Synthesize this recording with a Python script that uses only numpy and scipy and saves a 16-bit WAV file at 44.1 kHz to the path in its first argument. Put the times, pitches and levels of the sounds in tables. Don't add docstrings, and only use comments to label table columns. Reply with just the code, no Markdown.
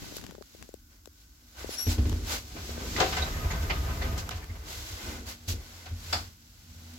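import sys
import numpy as np
from scipy import signal
from scipy.fft import rfft, irfft
from scipy.io import wavfile
from scipy.ndimage import uniform_filter1d

SR = 44100
rng = np.random.default_rng(int(sys.argv[2]) if len(sys.argv) > 2 else 0)


def master(y):
    cut = np.clip(np.atleast_2d(y).T, -1, 1)
    pcm = np.round(cut * 32767)
    wavfile.write(sys.argv[1], SR, pcm.astype(np.int16))


N = 307818
TIME = np.arange(N) / SR
HZ = np.maximum(np.fft.rfftfreq(N, 1 / SR), 1)


def from_db(db):
    return 10 ** (np.asarray(db) / 20)


def rms_one(x):
    return x / np.sqrt(np.mean(x ** 2) + 1e-20)


def gains(rows):
    s, *columns = np.transpose(rows)
    inside = (TIME > s[0] - .03) & (TIME < s[-1] + .03)
    return [uniform_filter1d(inside * from_db(np.interp(TIME, s, db)), size=441) for db in columns]


def swell(s, rise, fall, shape=1.72):
    distance = np.abs(TIME - s) / np.where(TIME < s, rise, fall)
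    return np.exp(-np.minimum(distance, 8) ** shape)


def swells(rows):
    return np.sqrt(sum(np.outer(from_db(db), swell(s, rise, fall)) ** 2 for s, rise, fall, *db in rows))


def colour(points, resonances=()):
    hz, db = np.transpose(points)
    peaks = sum(lift / (1 + (2 * (HZ - centre) / width) ** 2) for centre, width, lift in resonances)
    roll_off = np.hypot(1, (0.68 * hz[0] / HZ) ** 4) * np.hypot(1, (0.5 * HZ / hz[-1]) ** 4)
    return from_db(np.interp(np.log(HZ), np.log(hz), db) + peaks) / roll_off


def flutter(rate_hz, depth_db):
    drift = irfft(rfft(rng.standard_normal(N)) / (1 + (HZ / rate_hz) ** 2), N)
    return from_db(depth_db * rms_one(drift))


def diffuse(shape, port_gap_m=0.17):
    alike = .997 * np.sinc(2 * HZ * port_gap_m / 343)
    mid, side = rfft(rng.standard_normal((2, N))) * shape
    mid, side = irfft(mid * np.sqrt(1 + alike), N), irfft(side * np.sqrt(1 - alike), N)
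    return (mid + side * np.array([[1], [-1]])) / np.std(mid)


def pan(db):
    sides = from_db(np.array([[db], [-db]]) / 2)
    return sides / sides.mean()


def clicks(times, levels_db):
    out = np.zeros(N)
    out[(np.asarray(times) * SR).astype(int)] = from_db(levels_db)
    return out


def ring(force, hz, t60):
    r, w = from_db(-60 / (t60 * SR)), 2 * np.pi * hz / SR
    return signal.lfilter([0, np.sin(w)], [1, -2 * r * np.cos(w), r * r], force + 1e-18)


def burst(s, rise, t60):
    age = np.maximum(TIME - s, 0)
    return np.minimum(age / rise, 1) * from_db(-60 * np.clip((age - rise) / t60, 0, 3))


# (frequency [Hz], level [dB])
AIR_COLOUR = [(27, -29), (38, -9.5), (56, -8.5), (78, -8), (120, -24.5), (190, -26), (280, -21.5),
              (560, -52), (1500, -34), (3200, -73), (5000, -34), (8000, -36.5), (12000, -35), (16000, -39)]
# (frequency [Hz], width [Hz], lift [dB])
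HUM_PEAKS = [(52, 13, 3.3), (237, 7.6, 11.2), (306.3, 14.7, 9.6), (1503, 98, 7.8), (2050, 55, 8.8)]
def ventilation(level_db=-57):
    return from_db(level_db) * diffuse(colour(AIR_COLOUR, HUM_PEAKS))


# (peak time [s], rise [s], fall [s], swish [dB], brush [dB])
SLEEVE_STROKES = [(.08, 0.24, 0.17, -50.5, -56.5), (.168, 0.017, 0.022, -45, -62),
                  (.57, 0.17, 0.18, -60, -71), (.92, 0.027, 0.079, -67, -69.5),
                  (1.22, 0.078, 0.046, -63.5, -77), (1.605, 0.039, 0.083, -50.5, -49),
                  (1.73, 0.046, 0.055, -42.5, -50.5), (1.8, 0.032, 0.038, -45.5, -48.5),
                  (1.915, 0.04, 0.036, -36, -45), (2.08, 0.41, 0.23, -52, -55.5),
                  (2.328, 0.054, 0.055, -35, -39.5), (4.72, 0.054, 0.15, -44, -50),
                  (4.9, 0.085, 0.086, -46, -55), (5.09, 0.18, 0.12, -47.5, -46.5),
                  (5.29, 0.028, 0.054, -43, -48.5), (5.49, 0.0097, 0.045, -35, -54),
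                  (5.8, 0.43, .14, -55, -57.5), (6.14, 0.15, 0.12, -46.5, -51.5),
                  (6.92, 0.22, 0.32, -67, -63)]
# (time [s], level [dB])
SLEEVE_SLIDING = [(0, -63), (.82, -71), (1.35, -68), (1.55, -64.5), (2.5, -53), (4.55, -58.5),
                  (5.42, -63.5), (6.35, -64), (6.55, -61), (6.98, -57)]
# (frequency [Hz], level [dB])
SWISH_COLOUR = [(1200, -13), (2500, -7), (4200, -2), (6000, -3.5), (8000, -5.5), (11000, -6),
                (16000, -16.5)]
BRUSH_COLOUR = [(150, -17), (350, -1.5), (700, 0), (1100, -1.5), (2000, -4), (3000, -5), (5000, -9)]
def sleeves(swish_db=1.0, brush_db=2.5, faint_brush_db=-11.0):
    swish, brush = swells(SLEEVE_STROKES)
    faint, = gains(SLEEVE_SLIDING)
    swish = from_db(swish_db) * np.hypot(swish, faint)
    brush = from_db(brush_db) * np.hypot(brush, from_db(faint_brush_db) * faint)
    grain = diffuse(colour(SWISH_COLOUR)) * flutter(rate_hz=120, depth_db=1.0)
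    return swish * grain + brush * diffuse(colour(BRUSH_COLOUR, HUM_PEAKS))


# (peak time [s], rise [s], fall [s], level [dB])
GRIP_SHIFTS = [(.04, .1, 0.15, -48), (.22, .07, 0.14, -49.5), (.62, 0.067, 0.036, -54.5)]
def grip():
    level, = swells(GRIP_SHIFTS)
    shape = colour([(60, 5), (150, 2), (300, 0.5), (500, -12), (1500, -17.5), (3000, -20.5)])
    rubbing = rms_one(irfft(rfft(rng.standard_normal((2, N))) * shape, N))
    return level * rubbing * flutter(rate_hz=34, depth_db=3.5) * pan(4.4)


# (time [s], left minus right [dB], level [dB], brightness [dB per band])
CASE_TICKS = [(.043, -13, -44, -6), (.1676, 16, -37, 13), (.183, -11, -37.5, -3), (.214, 5, -38, -2),
              (.24, 10, -35, -6), (.2655, 9, -35, -1), (0.31, 7, -38, -2), (.352, -13, -47, -11),
              (.424, -22, -41, -4), (.626, 14, -33, 0.5), (.69, 12, -48, 6), (.741, 12, -41, 5.5),
              (1.0575, 25, -39, 0.5), (1.074, 12, -44, 0), (2.096, 8, -27, -1.5), (2.128, 7, -34, -5),
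              (4.179, -4, -32, 4), (4.2917, -12, -24, 0), (4.443, -8, -40, 1)]
# (low edge [Hz], high edge [Hz], level [dB])
TICK_BANDS = [(587, 1620, -4), (2540, 9600, 3.5), (7660, 13700, 0)]
def case_ticks(crackle=0.24, crackle_t60=0.011):
    out = np.zeros((2, N))
    age = TIME[:SR // 50]
    for s, side_db, db, bright_db in CASE_TICKS:
        force = (age == 0) + crackle * rng.standard_normal((2, len(age))) * from_db(-60 * age / crackle_t60)
        at = int(s * SR)
        for k, (low, high, band_db) in enumerate(TICK_BANDS):
            band = signal.butter(2, [low, high], "band", fs=SR, output="sos")
            tick = (-1) ** k * signal.sosfilt(band, force)
            level = from_db(db + band_db + bright_db * (k - 1)) * pan(side_db)
            out[:, at:at + len(age)] += level * tick / np.abs(tick).max()
    return out


# (time [s], level [dB])
FINGER_TAPS = [(0.122, -37.5), (0.141, -42), (0.167, -33.5), (0.237, -45), (0.291, -42.5), (0.322, -40.5),
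               (0.348, -39), (0.381, -38), (0.386, -43), (0.41, -37), (0.415, -42), (0.548, -41.5),
               (0.623, -46), (0.69, -39), (0.74, -32.5), (1.074, -40), (1.644, -28), (1.691, -29),
               (2.692, -32.5), (2.778, -32), (2.847, -41)]
def fingers(start_hz=680, end_hz=230, tap_s=0.0055):
    progress = np.linspace(0, 1, int(tap_s * SR))
    hz = start_hz * (end_hz / start_hz) ** progress
    blip = -np.sin(2 * np.pi * np.cumsum(hz) / SR) * np.sin(np.pi * progress ** 0.81) ** 2
    return np.convolve(clicks(*np.transpose(FINGER_TAPS)), blip)[:N] * pan(26.0)


# (peak time [s], rise [s], fall [s], rumble [dB], drone [dB])
SHUDDERS = [(1.65, 0.046, .07, -41, -57), (2.02, 0.12, 0.29, -29, -36), (2.58, 0.042, 0.058, -56, -41),
            (2.9, 0.21, 0.23, -56, -38), (4.07, .08, 0.12, -30.5, -40.5), (4.78, .1, 0.22, -40.5, -52.5),
            (5.08, 0.064, 0.19, -38, -41.5), (5.52, 0.039, 0.088, -32, -41), (6.16, 0.048, 0.084, -66, -48)]
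# (frequency [Hz], level [dB])
RUMBLE_COLOUR = [(25, -37), (33, 5.5), (45, 1), (65, 9), (86, 2.5), (105, -6), (135, -10), (250, -38)]
DRONE_COLOUR = [(90, -33), (140, -13.5), (190, -1.5), (300, -5), (420, -5.5), (800, -23.5)]
def walls(rumble_db=-1.0, drone_db=-4.5):
    rumble, drone = swells(SHUDDERS)
    rumble = from_db(rumble_db) * np.hypot(rumble, door_driven(-30, steepness=1))
    drone = from_db(drone_db) * np.hypot(drone, door_driven(-42.5, steepness=0.81))
    low = rumble * diffuse(colour(RUMBLE_COLOUR, [(87.5, 66, 5.3)]))
    return low + drone * diffuse(colour(DRONE_COLOUR, HUM_PEAKS)) * pan(1.0)


# (peak time [s], pitch [Hz], level [dB], octave level [dB])
SQUEAK_SLIPS = [(1.743, 5130, -49, -43), (1.806, 5600, -36, -43), (1.834, 5670, -36.5, -33),
                (1.874, 5740, -40, -42)]
def squeak(rise_s=0.026, fall_s=0.016, glide_hz_per_s=300, waver=.001, scratch_db=-14.0):
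    wobble = 1 + waver * np.log(flutter(rate_hz=400, depth_db=5.5))
    tone, level = 0, 0
    for s, hz, db, octave_db in SQUEAK_SLIPS:
        slip = swell(s, rise_s, fall_s)
        phase = 2 * np.pi * np.cumsum((hz + glide_hz_per_s * (TIME - s)) * wobble) / SR
        fundamental = from_db(db) * np.sin(phase) * pan(18.0)
        octave = from_db(octave_db) * np.sin(2 * phase) * pan(-10.0)
        tone += slip * (fundamental + octave)
        level += from_db(db) * slip
    scratch = from_db(scratch_db) * level * diffuse(colour([(5500, 0), (7500, 0)], [(5600, 350, 14)]))
    return np.sqrt(2) * tone * flutter(rate_hz=97, depth_db=2.8) + scratch


# (time [s], level [dB], hardness [dB])
FRAME_THUDS = [(1.867, -17, -1.5), (1.981, -17.5, -1), (2.054, -20, -1), (2.115, -20, -3),
               (2.152, -26.5, -12), (3.441, -22.5, -14), (4.332, -29, -20), (4.494, -29, -8.5),
               (4.914, -33, -15), (5.479, -26, -6.5), (5.911, -27.5, -10), (6.146, -34, 1.5)]
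# (frequency [Hz], level [dB], t60 [s])
CABIN_MODES = [(49.4, -13, 0.53), (86.5, 0, 0.18), (96, 3, 0.04), (146, -15.5, 0.09), (239.9, -14, 0.3),
               (301.6, -16, 0.18), (426, -16.5, 0.07), (595, -35, 0.09)]
def thuds(contact_hz=700, clatter_db=-17.0, clatter_t60=0.17):
    s, db, hard_db = np.transpose(FRAME_THUDS)
    boom = 0
    for hz, mode_db, t60 in CABIN_MODES:
        force = clicks(s, db + mode_db + hard_db * (hz > 140))
        swell_s = 0.0069 * 86 / hz
        boom += ring(force, hz, t60) - ring(force, hz, swell_s * np.log(1000))
    blows = sum(from_db(db + hard + clatter_db) * burst(s, 0.001, clatter_t60)
                for s, db, hard in FRAME_THUDS)
    clatter = blows * diffuse(colour([(170, 12), (330, -10), (600, 2), (1000, -8), (2500, -10)]))
    soft_contact = signal.butter(1, contact_hz, fs=SR, output="sos")
    return clatter + signal.sosfilt(soft_contact, -2 * boom)


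# (time [s], speed [dB re full speed])
DOOR_SPEED = [(2.45, -24), (2.56, -14), (2.8, -8), (3.0, -4), (3.4, 0), (4.1, -0.5), (4.35, -8),
              (4.48, -16), (4.68, -13.5)]
def door_driven(full_speed_db, steepness):
    speed, = gains(DOOR_SPEED)
    return from_db(full_speed_db) * np.maximum(speed, 0) ** steepness


# (frequency [Hz], width [Hz], lift [dB])
PANEL_MODES = [(160, 41, 11.5), (330, 5.5, 1.5), (382, 7.1, 10.5), (434, 6.5, 8), (525.5, 7.5, 13.5),
               (660, 56, 9), (732, 8.3, 15), (765, 6.6, 9), (851, 32, 3.5), (1000, 15, 6), (1224, 16, 4.5),
               (1533, 23, 12.5), (2050, 15, 12.5)]
# (frequency [Hz], level [dB])
ROLLER_COLOUR = [(150, 5), (280, -7), (420, 1), (700, -5), (1000, 0.5), (1600, -2.5), (2300, -4.5),
                 (3300, -9.5), (6000, -22)]
SHOE_COLOUR = [(2500, -5), (3800, -2.5), (5200, -1.5), (7500, -3.5), (10500, -6), (13000, -6),
               (16000, -16.5)]
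# (frequency [Hz], level [dB])
DRIVE_TONES = [(668, -56.5), (1240, -53.5)]
# (peak time [s], rise [s], fall [s], level [dB])
SHOE_SCUFFS = [(2.7, .15, 0.047, -47), (3.08, 0.3, 0.24, -40), (3.63, 0.017, 0.018, -47),
               (4.185, 0.0083, 0.03, -39), (4.37, 0.023, 0.022, -51)]
def rolling_doors(whine_width_hz=24, scuff_treble_db=-6.5):
    grind = door_driven(-41, steepness=0.85) * flutter(rate_hz=17, depth_db=2.0)
    grind = grind * diffuse(colour(ROLLER_COLOUR, PANEL_MODES))
    whine = sum(door_driven(db, steepness=1.4) * diffuse(1 / (1 + ((HZ - hz) / whine_width_hz) ** 2))
                for hz, db in DRIVE_TONES)
    hiss = door_driven(-48, steepness=1) * diffuse(colour(SHOE_COLOUR, [(12500, 5400, 2.9)]))
    binding, = swells(SHOE_SCUFFS)
    scuff = binding * diffuse(colour(SHOE_COLOUR, [(12500, 8000, scuff_treble_db)]))
    return grind + whine + hiss + scuff


# (time [s], pitch [Hz], level [dB])
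GEAR_CLINKS = [(2.556, 2380, -45.5), (2.96, 1960, -36.5), (3.218, 3880, -29), (3.332, 1820, -41.5),
               (3.503, 2045, -32.5), (3.503, 874, -37), (3.505, 6640, -40), (3.695, 2075, -31),
               (3.696, 2400, -35), (3.697, 2940, -36), (3.697, 4760, -44), (4.013, 1920, -38),
               (4.422, 1820, -49), (4.426, 2270, -49), (4.495, 2050, -48)]
def clinks(rise_s=0.0052, t60=0.14, rough_db=5.0):
    out = np.zeros((2, N))
    for port in out:
        wobble = np.log(flutter(rate_hz=120, depth_db=9.5))
        for s, hz, db in GEAR_CLINKS:
            span = slice(int(s * SR), int((s + 2 * t60) * SR))
            age = TIME[span] - TIME[span][0]
            level = np.minimum(age / rise_s, 1) * from_db(db - 60 * np.maximum(age - rise_s, 0) / t60)
            port[span] += level * np.sin(2 * np.pi * hz * age + wobble[span] + rng.uniform(0, 2 * np.pi))
        port *= flutter(rate_hz=91, depth_db=rough_db)
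    return out


# (time [s], low band [dB], middle band [dB], high band [dB])
PANEL_KNOCKS = [(2.561, -42.5, -45, -55), (2.961, -40, -31, -31.5), (2.98, -27, -45, -47),
                (2.999, -23, -24, -22), (3.013, -27.5, -49, -49), (3.122, -43, -31.5, -40),
                (3.165, -33, -32, -32), (3.219, -36.5, -49, -37), (3.507, -44, -37.5, -38),
                (3.696, -30.5, -30.5, -48), (4.017, -38, -35.5, -47), (4.165, -39.5, -59, -53),
                (4.305, -39.5, -38.5, -36), (5.856, -46, -44.5, -45)]
# (low edge [Hz], high edge [Hz], t60 [s], level [dB])
KNOCK_BANDS = [(513, 740, 0.2, -4.5), (1160, 2270, 0.29, -3.5), (2800, 3750, 0.073, -4)]
def knocks(rise_s=0.0062, ring_db=-13.0, hardening=2.9):
    out = 0
    for k, (low, high, t60, band_db) in enumerate(KNOCK_BANDS):
        blows = sum(from_db(db[k] + band_db) * burst(s, rise_s, t60) for s, *db in PANEL_KNOCKS)
        out += blows * diffuse(colour([(low, 0), (high, -2)], PANEL_MODES)) * pan(3.0 if k == 0 else 0.0)
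    s, low_db, _, _ = np.transpose(PANEL_KNOCKS)
    blow_db = low_db.max() + hardening * (low_db - low_db.max())
    for hz, width, mode_db in PANEL_MODES:
        arrival = s + rng.uniform(0.00203, 0.01187, len(s))
        treble_loss_db = 6 * max(np.log2(hz / 800), 0)
        force = clicks(arrival, blow_db + 0.85 * mode_db + ring_db - treble_loss_db)
        out += ring(force, hz, t60=np.log(1000) / (np.pi * width)) * pan(5.8)
    return out


# (time [s], pitch [Hz], hum [dB], boom [dB])
HOIST_RUN = [(5.2, 237.8, -60.5, -52), (5.6, 236.6, -62.5, -56), (6.2, 236, -66.5, -43),
             (6.45, 237, -76, -57), (6.66, 239.4, -66, -52), (6.77, 237.6, -59, -45.5),
             (6.98, 247, -52.5, -53)]
def hoist(waver=0.0045):
    s, hz, _, _ = np.transpose(HOIST_RUN)
    hum_level, boom_level = gains(np.delete(HOIST_RUN, 1, axis=1))
    wobble = 1 + waver * np.log(flutter(rate_hz=20.5, depth_db=8.0))
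    phase = 2 * np.pi * np.cumsum(np.interp(TIME, s, hz) * wobble) / SR
    hum = hum_level * np.sqrt(2) * np.sin(phase) * flutter(rate_hz=12, depth_db=3.5)
    return hum + boom_level * diffuse(colour([(80, 0), (95, 0)], [(85.7, 15.1, 22.6)]))


# (time [s], clack [dB], ringing steel [dB], rise [s])
CLACKS = [(5.485, -48, -64, 0.012), (6.125, -26, -33, 0.0046)]
# (frequency [Hz], level [dB])
CLACK_COLOUR = [(250, -14), (560, -6.5), (760, 4.5), (1000, -4), (1300, 2), (1550, 1.5), (1800, -5.5),
                (3700, -7.5), (4900, 2), (6000, -12), (7600, -10.5), (10000, -15), (16000, -27)]
# (frequency [Hz], level [dB], t60 [s])
CATCH_MODES = [(3516, 0, 0.19), (4500, -0.5, .26), (4510, 1, 0.2), (4955, -1, 0.16), (5090, 4, 0.14)]
def latch(clack_t60=0.23):
    level = sum(from_db(db) * burst(s, rise, clack_t60) for s, db, _, rise in CLACKS)
    clack = level * diffuse(colour(CLACK_COLOUR))
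    s, _, ring_db, _ = np.transpose(CLACKS)
    steel = np.zeros((2, N))
    for port in steel:
        for hz, db, t60 in CATCH_MODES:
            force = clicks(s + rng.uniform(0, 0.0065), ring_db + db + rng.normal(0, 1.7))
            port += ring(force, hz, t60)
    return clack + steel * pan(3.3)


def scene():
    car = ventilation() + walls() + hoist() + thuds() + rolling_doors() + knocks() + clinks() + latch()
    return car + sleeves() + squeak() + grip() + fingers() + case_ticks()


# (frequency [Hz], gain [dB])
MICROPHONE_RESPONSE = [(20, -19), (33, -0.5), (7000, -0.5), (7900, -2), (8600, -14), (9600, -9.5),
                       (11500, -2.5), (16000, 1.5)]
def record(dry, cutoff_hz=16000):
    coloured = irfft(rfft(dry) * colour(MICROPHONE_RESPONSE), N)
    return signal.sosfilt(signal.ellip(12, .1, 80, cutoff_hz, fs=SR, output="sos"), coloured)


dry = scene()
out = record(dry)
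master(out)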